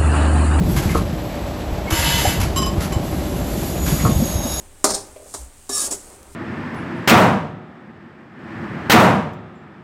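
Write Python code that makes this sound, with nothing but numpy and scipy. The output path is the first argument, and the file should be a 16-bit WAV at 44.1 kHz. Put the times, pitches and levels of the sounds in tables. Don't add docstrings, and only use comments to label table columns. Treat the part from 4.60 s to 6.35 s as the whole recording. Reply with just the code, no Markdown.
import sys
import numpy as np
from scipy import signal
from scipy.fft import rfft, irfft
from scipy.io import wavfile

SR = 44100
rng = np.random.default_rng(int(sys.argv[2]) if len(sys.argv) > 2 else 0)


def int16_out(signal):
    q = np.round(np.clip(np.atleast_2d(signal).T, -1, 1) * 32767)
    wavfile.write(sys.argv[1], SR, q.astype(np.int16))


N = 77175
T = np.arange(N) / SR
BODY_T60_S, LANDING_S = 0.0734, 1.0945

# (time [s], rasp [dB], pan rumble [dB])
SKID_STROKE = [(0.243, -19, -24), (0.275, -30, -26), (0.292, -26, -34), (0.31, -20.5, -20.5),
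               (0.333, -31, -41), (0.349, -19.5, -33.5), (0.366, -34, -28.5), (0.41, -43, -46.5),
               (0.46, -67, -78)]
# (time [s], rasp [dB], pan rumble [dB])
SCRAPE_STROKE = [(1.093, -49, -42), (1.096, -31.5, -33.5), (1.118, -28, -43), (1.149, -24, -41.5),
                 (1.223, -21.5, -35), (1.267, -25.5, -37.5), (1.284, -35, -33), (1.301, -57, -56),
                 (1.310, -25.5, -30), (1.330, -24.5, -34), (1.358, -37, -50), (1.39, -68, -51)]


def from_db(db):
    return 10 ** (np.asarray(db) / 20)


def rms_one(x):
    return x / np.sqrt(np.mean(x ** 2) + 1e-20)


def unit_energy(x):
    return x / np.sqrt(np.sum(x ** 2) + 1e-20)


def through(x, response):
    return signal.fftconvolve(x, response)[:N]


def colour(x, spectrum):
    hz, db = np.transpose(spectrum)
    bin_hz = np.maximum(np.arange(N // 2 + 1) * SR / N, 1)
    gain = from_db(np.interp(np.log(bin_hz), np.log(hz), db))
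    skirts = np.minimum(bin_hz / hz[0], 1) ** 2 * np.minimum(hz[-1] / bin_hz, 1) ** 2
    return rms_one(irfft(rfft(x) * gain * skirts, N))


def dying(t60_s):
    return np.exp(-np.log(1000) * T / t60_s)


def struck(modes):
    return unit_energy(sum((-1) ** k * from_db(db) * np.sin(2 * np.pi * hz * T) * dying(t60_s)
                           for k, (hz, db, t60_s) in enumerate(modes)))


def crowd(spectrum, t60_s):
    ring = rng.standard_normal(N) * dying(t60_s)
    for _ in range(3):
        modes = rfft(ring)
        ring = irfft(modes / (np.abs(modes) + 1e-12), N) * (T < t60_s)
    return unit_energy(colour(ring, spectrum) * (T < 2 * t60_s))


def levels(stroke):
    times_s, *columns_db = np.transpose(stroke)
    active = (T >= times_s[0]) * (T <= times_s[-1])
    return [from_db(np.interp(T, times_s, db)) * active for db in columns_db]


def clicks(times_s, levels_db):
    out = np.zeros(N)
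    np.add.at(out, (np.asarray(times_s) * SR).astype(int), from_db(levels_db) * np.sqrt(SR / 100))
    return out


def background():
    # (frequency [Hz], density [dB])
    spectrum = [(20, 6.5), (40, -15.5), (60, 1.5), (100, -6), (150, -19.5), (600, -23.5), (3000, -27.5),
                (5500, -34), (8600, -22.5), (11500, -34.5), (16000, -38)]
    return from_db(-48) * colour(rng.standard_normal(N), spectrum)


def grains(rate_per_s=5000, spread_db=3):
    sizes = from_db(spread_db * np.minimum(rng.exponential(1, N), 4)) * rng.choice([-1, 1], N)
    return rms_one(sizes * (rng.random(N) < rate_per_s / SR))


def pan_responses():
    # (frequency [Hz], level [dB], t60 [s])
    main_modes = [(272, -5.5, 0.16), (399.7, 2.5, 0.1), (521, -4.5, 0.055), (610.8, -0.5, 0.18),
                  (667.5, 4, 0.046), (790.5, -10.5, 0.2), (1009, -7, 0.17), (1210, -8, 0.061),
                  (1604, -11.5, 0.13)]
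    # (frequency [Hz], density [dB])
    weak_spectrum = [(150, -11), (210, 1), (500, 0.5), (750, -3), (1300, -9), (1900, -16), (2800, -19.5),
                     (4500, -79)]
    return struck(main_modes), crowd(weak_spectrum, BODY_T60_S)


def rubbed_pan(drag, pan, main_db, weak_db):
    main_ring, weak_ring = pan
    return through(drag * grains(), from_db(main_db) * main_ring + from_db(weak_db) * weak_ring)


def stirring(pan):
    # (time [s], swish [dB], pan murmur [dB])
    stroke = [(0, -50, -46), (0.1, -60, -54), (0.23, -52.5, -53), (0.45, -50, -44.5), (0.6, -54.5, -52.5),
              (0.68, -47.5, -47.5), (0.73, -44, -53.5), (0.81, -43, -46), (0.89, -57, -54.5),
              (1.05, -52.5, -59.5), (1.40, -47, -46.5), (1.53, -48, -44), (1.61, -56.5, -48),
              (1.69, -56, -45.5), (1.75, -50, -59)]
    # (frequency [Hz], density [dB])
    spectrum = [(1500, -46), (3000, -15), (5500, -6.5), (8600, 2), (10500, -6), (16000, -21.5)]
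    swish, murmur = levels(stroke)
    return swish * colour(grains(), spectrum) + rubbed_pan(murmur, pan, main_db=-11, weak_db=-3)


def steel_response():
    # (frequency [Hz], bandwidth [Hz], level [dB])
    resonances = [(5360, 37, 9.5), (5750, 62, 2.5), (6970, 70, 5), (7260, 120, 0.5), (7470, 85, -5),
                  (8400, 50, -7), (9360, 120, 3), (9700, 46, 5)]
    ring = np.zeros(N)
    for hz, width_hz, db in resonances:
        envelope = from_db(db) * width_hz * np.exp(-np.pi * width_hz * T)
        ring += rng.choice([-1, 1]) * envelope * np.sin(2 * np.pi * hz * T)
    return unit_energy(ring)


def strikes(pan_ring, steel):
    # (time [s], pan ring [dB], knock [dB], clash [dB])
    contacts = [(0.2424, -15, -16.5, -12), (0.2491, -42, -21.5, -24), (0.2904, -24.5, -36, -32),
                (0.3046, -37, -29.5, -24.5), (0.3371, -33, -34, -32), (0.349, -35.5, -41, -26),
                (0.7394, -34, -36.5, -30.5), (0.7464, -44, -34.5, -29.5), (1.0928, -57, -36, -28.5)]
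    # (frequency [Hz], density [dB])
    knock_spectrum = [(150, -21), (230, -1.5), (680, -2.5), (1200, -2.5), (1900, -16), (3000, -27.5)]
    # (frequency [Hz], density [dB])
    clash_spectrum = [(1500, -14), (2900, -15), (3800, -2.5), (5400, 0.5), (7200, 5.5), (9400, 4.5),
                      (10600, -4.5), (12000, -5.5), (13500, -16), (16000, -22)]
    out = np.zeros(N)
    for time_s, ring_db, knock_db, clash_db in contacts:
        knock = from_db(ring_db) * pan_ring + from_db(knock_db) * crowd(knock_spectrum, BODY_T60_S)
        clash = from_db(clash_db) * (crowd(clash_spectrum, t60_s=0.11) + from_db(-6.5) * steel)
        out += through(clicks([time_s], [0]), knock + clash)
    return out


def rub(stroke, spectrum, pan, steel, rasp_db, steel_db, main_db, weak_db):
    bright, drag = levels(stroke)
    slips = grains()
    rasp = from_db(rasp_db) * bright * colour(slips, spectrum)
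    ring = from_db(steel_db) * through(bright * slips, steel)
    return rasp + ring + rubbed_pan(drag, pan, main_db, weak_db)


def skid(pan, steel):
    # (frequency [Hz], density [dB])
    spectrum = [(1500, -39), (2900, -25), (3900, -8), (5200, -1.5), (7500, -6), (9200, 0), (10000, -38),
                (12000, -32), (16000, -34)]
    return rub(SKID_STROKE, spectrum, pan, steel, rasp_db=-1.5, steel_db=-11.5, main_db=-6, weak_db=-5)


def shudder(lag_s=0.038):
    # (frequency [Hz], density [dB])
    spectrum = [(25, 8), (60, -7), (105, 10.5), (140, -21)]
    drag = levels(SKID_STROKE)[1] + levels(SCRAPE_STROKE)[1]
    return from_db(-16) * np.interp(T - lag_s, T, drag) * colour(rng.standard_normal(N), spectrum)


def soft_knocks(pan_ring, centre_hz=530, width_hz=77):
    # (time [s], level [dB])
    contacts = [(0.559, -35.5), (0.595, -41.5), (0.622, -40), (0.655, -42)]
    cushion = signal.iirpeak(centre_hz, centre_hz / width_hz, fs=SR)
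    return through(clicks(*np.transpose(contacts)), unit_energy(signal.lfilter(*cushion, pan_ring)))


def ticks():
    # (time [s], level [dB], centre [Hz], bandwidth [Hz], t60 [s])
    contacts = [(0.562, -51.5, 2310, 700, 0.071), (1.6299, -50.5, 6000, 7040, 0.0062)]
    out = np.zeros(N)
    for time_s, db, hz, width_hz, t60_s in contacts:
        burst = rng.standard_normal(N) * dying(t60_s)
        tick = signal.lfilter(*signal.iirpeak(hz, hz / width_hz, fs=SR), burst)
        out += through(clicks([time_s], [db]), unit_energy(tick))
    return out


def rocking():
    # (start [s], rise [s], frequency [Hz], level [dB], t60 [s])
    wobbles = [(0.775, 0.052, 59, -32.5, 0.29)]
    out = np.zeros(N)
    for start_s, rise_s, hz, db, t60_s in wobbles:
        age_s = T - start_s
        attack = np.clip(age_s / rise_s, 0, 1)
        decay = np.exp(-np.log(1000) * np.maximum(age_s - rise_s, 0) / t60_s)
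        out += from_db(db) * attack * decay * np.sin(2 * np.pi * hz * age_s)
    return out


def landing(level_db=-26.5):
    # (frequency [Hz], level [dB], t60 [s])
    modes = [(264.7, -3.5, 0.14), (396.7, 0.5, 0.16), (703, -7.5, 0.2), (1136, -5, 0.084)]
    return through(clicks([LANDING_S], [level_db]), struck(modes))


def scrape(pan, steel):
    # (frequency [Hz], density [dB])
    spectrum = [(1500, -43), (2500, -21), (4200, -17), (5000, -12.5), (6200, -4.5), (7600, -1),
                (9600, -3.5), (10600, -14.5), (12000, -15), (13600, -29), (15000, -18.5), (16000, -40)]
    return rub(SCRAPE_STROKE, spectrum, pan, steel, rasp_db=0, steel_db=-10, main_db=-15, weak_db=-2)


def squeal(pitch_sag_per_s=0.11):
    # (peak time [s], Gaussian sigma [s], frequency [Hz], bandwidth [Hz], level [dB])
    resonances = [(1.135, 0.086, 1715, 30.6, -46), (1.153, 0.021, 5490, 40.5, -28),
                  (1.155, 0.016, 9260, 200, -26), (1.168, 0.0088, 7430, 300, -27),
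                  (1.17, 0.058, 3785, 116, -40.5), (1.19, 0.053, 1194, 137, -38),
                  (1.187, 0.075, 4595, 119, -41.5), (1.21, 0.029, 9620, 58, -30.5),
                  (1.225, 0.023, 1640, 29.8, -44.5), (1.333, 0.0046, 7710, 100, -25.5)]
    out = np.zeros(N)
    for peak_s, sigma_s, hz, width_hz, db in resonances:
        swell = np.exp(-.5 * ((T - peak_s) / sigma_s) ** 2) * (T > LANDING_S)
        low_pass = signal.butter(2, width_hz / 2, fs=SR, output="sos")
        sway = signal.sosfilt(low_pass, rng.standard_normal((2, N)))
        phase = 2 * np.pi * hz * np.cumsum(1 - pitch_sag_per_s * (T - peak_s)) / SR
        tone = swell * (sway[0] * np.cos(phase) + sway[1] * np.sin(phase))
        out += from_db(db) * np.sqrt(np.sum(swell ** 2)) * unit_energy(tone)
    return out


def kitchen(x, t60_s=0.3, delay_s=0.011, tail_db=-11.5):
    tail = unit_energy(rng.standard_normal(N) * dying(t60_s) * (T > delay_s))
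    return x + from_db(tail_db) * through(x, tail)


def scene():
    steel, pan = steel_response(), pan_responses()
    pan_ring = pan[0]
    rubbing = skid(pan, steel) + scrape(pan, steel) + squeal()
    contacts = strikes(pan_ring, steel) + soft_knocks(pan_ring) + ticks() + landing()
    ladle = stirring(pan) + contacts + rubbing
    return (background() + kitchen(ladle) + shudder() + rocking())[None]


def record(dry, cutoff_hz=16100):
    low_pass = signal.ellip(10, .1, 80, cutoff_hz, fs=SR, output="sos")
    return signal.sosfilt(low_pass, np.clip(dry, -1, 1))


dry = scene()
out = record(dry)
int16_out(out)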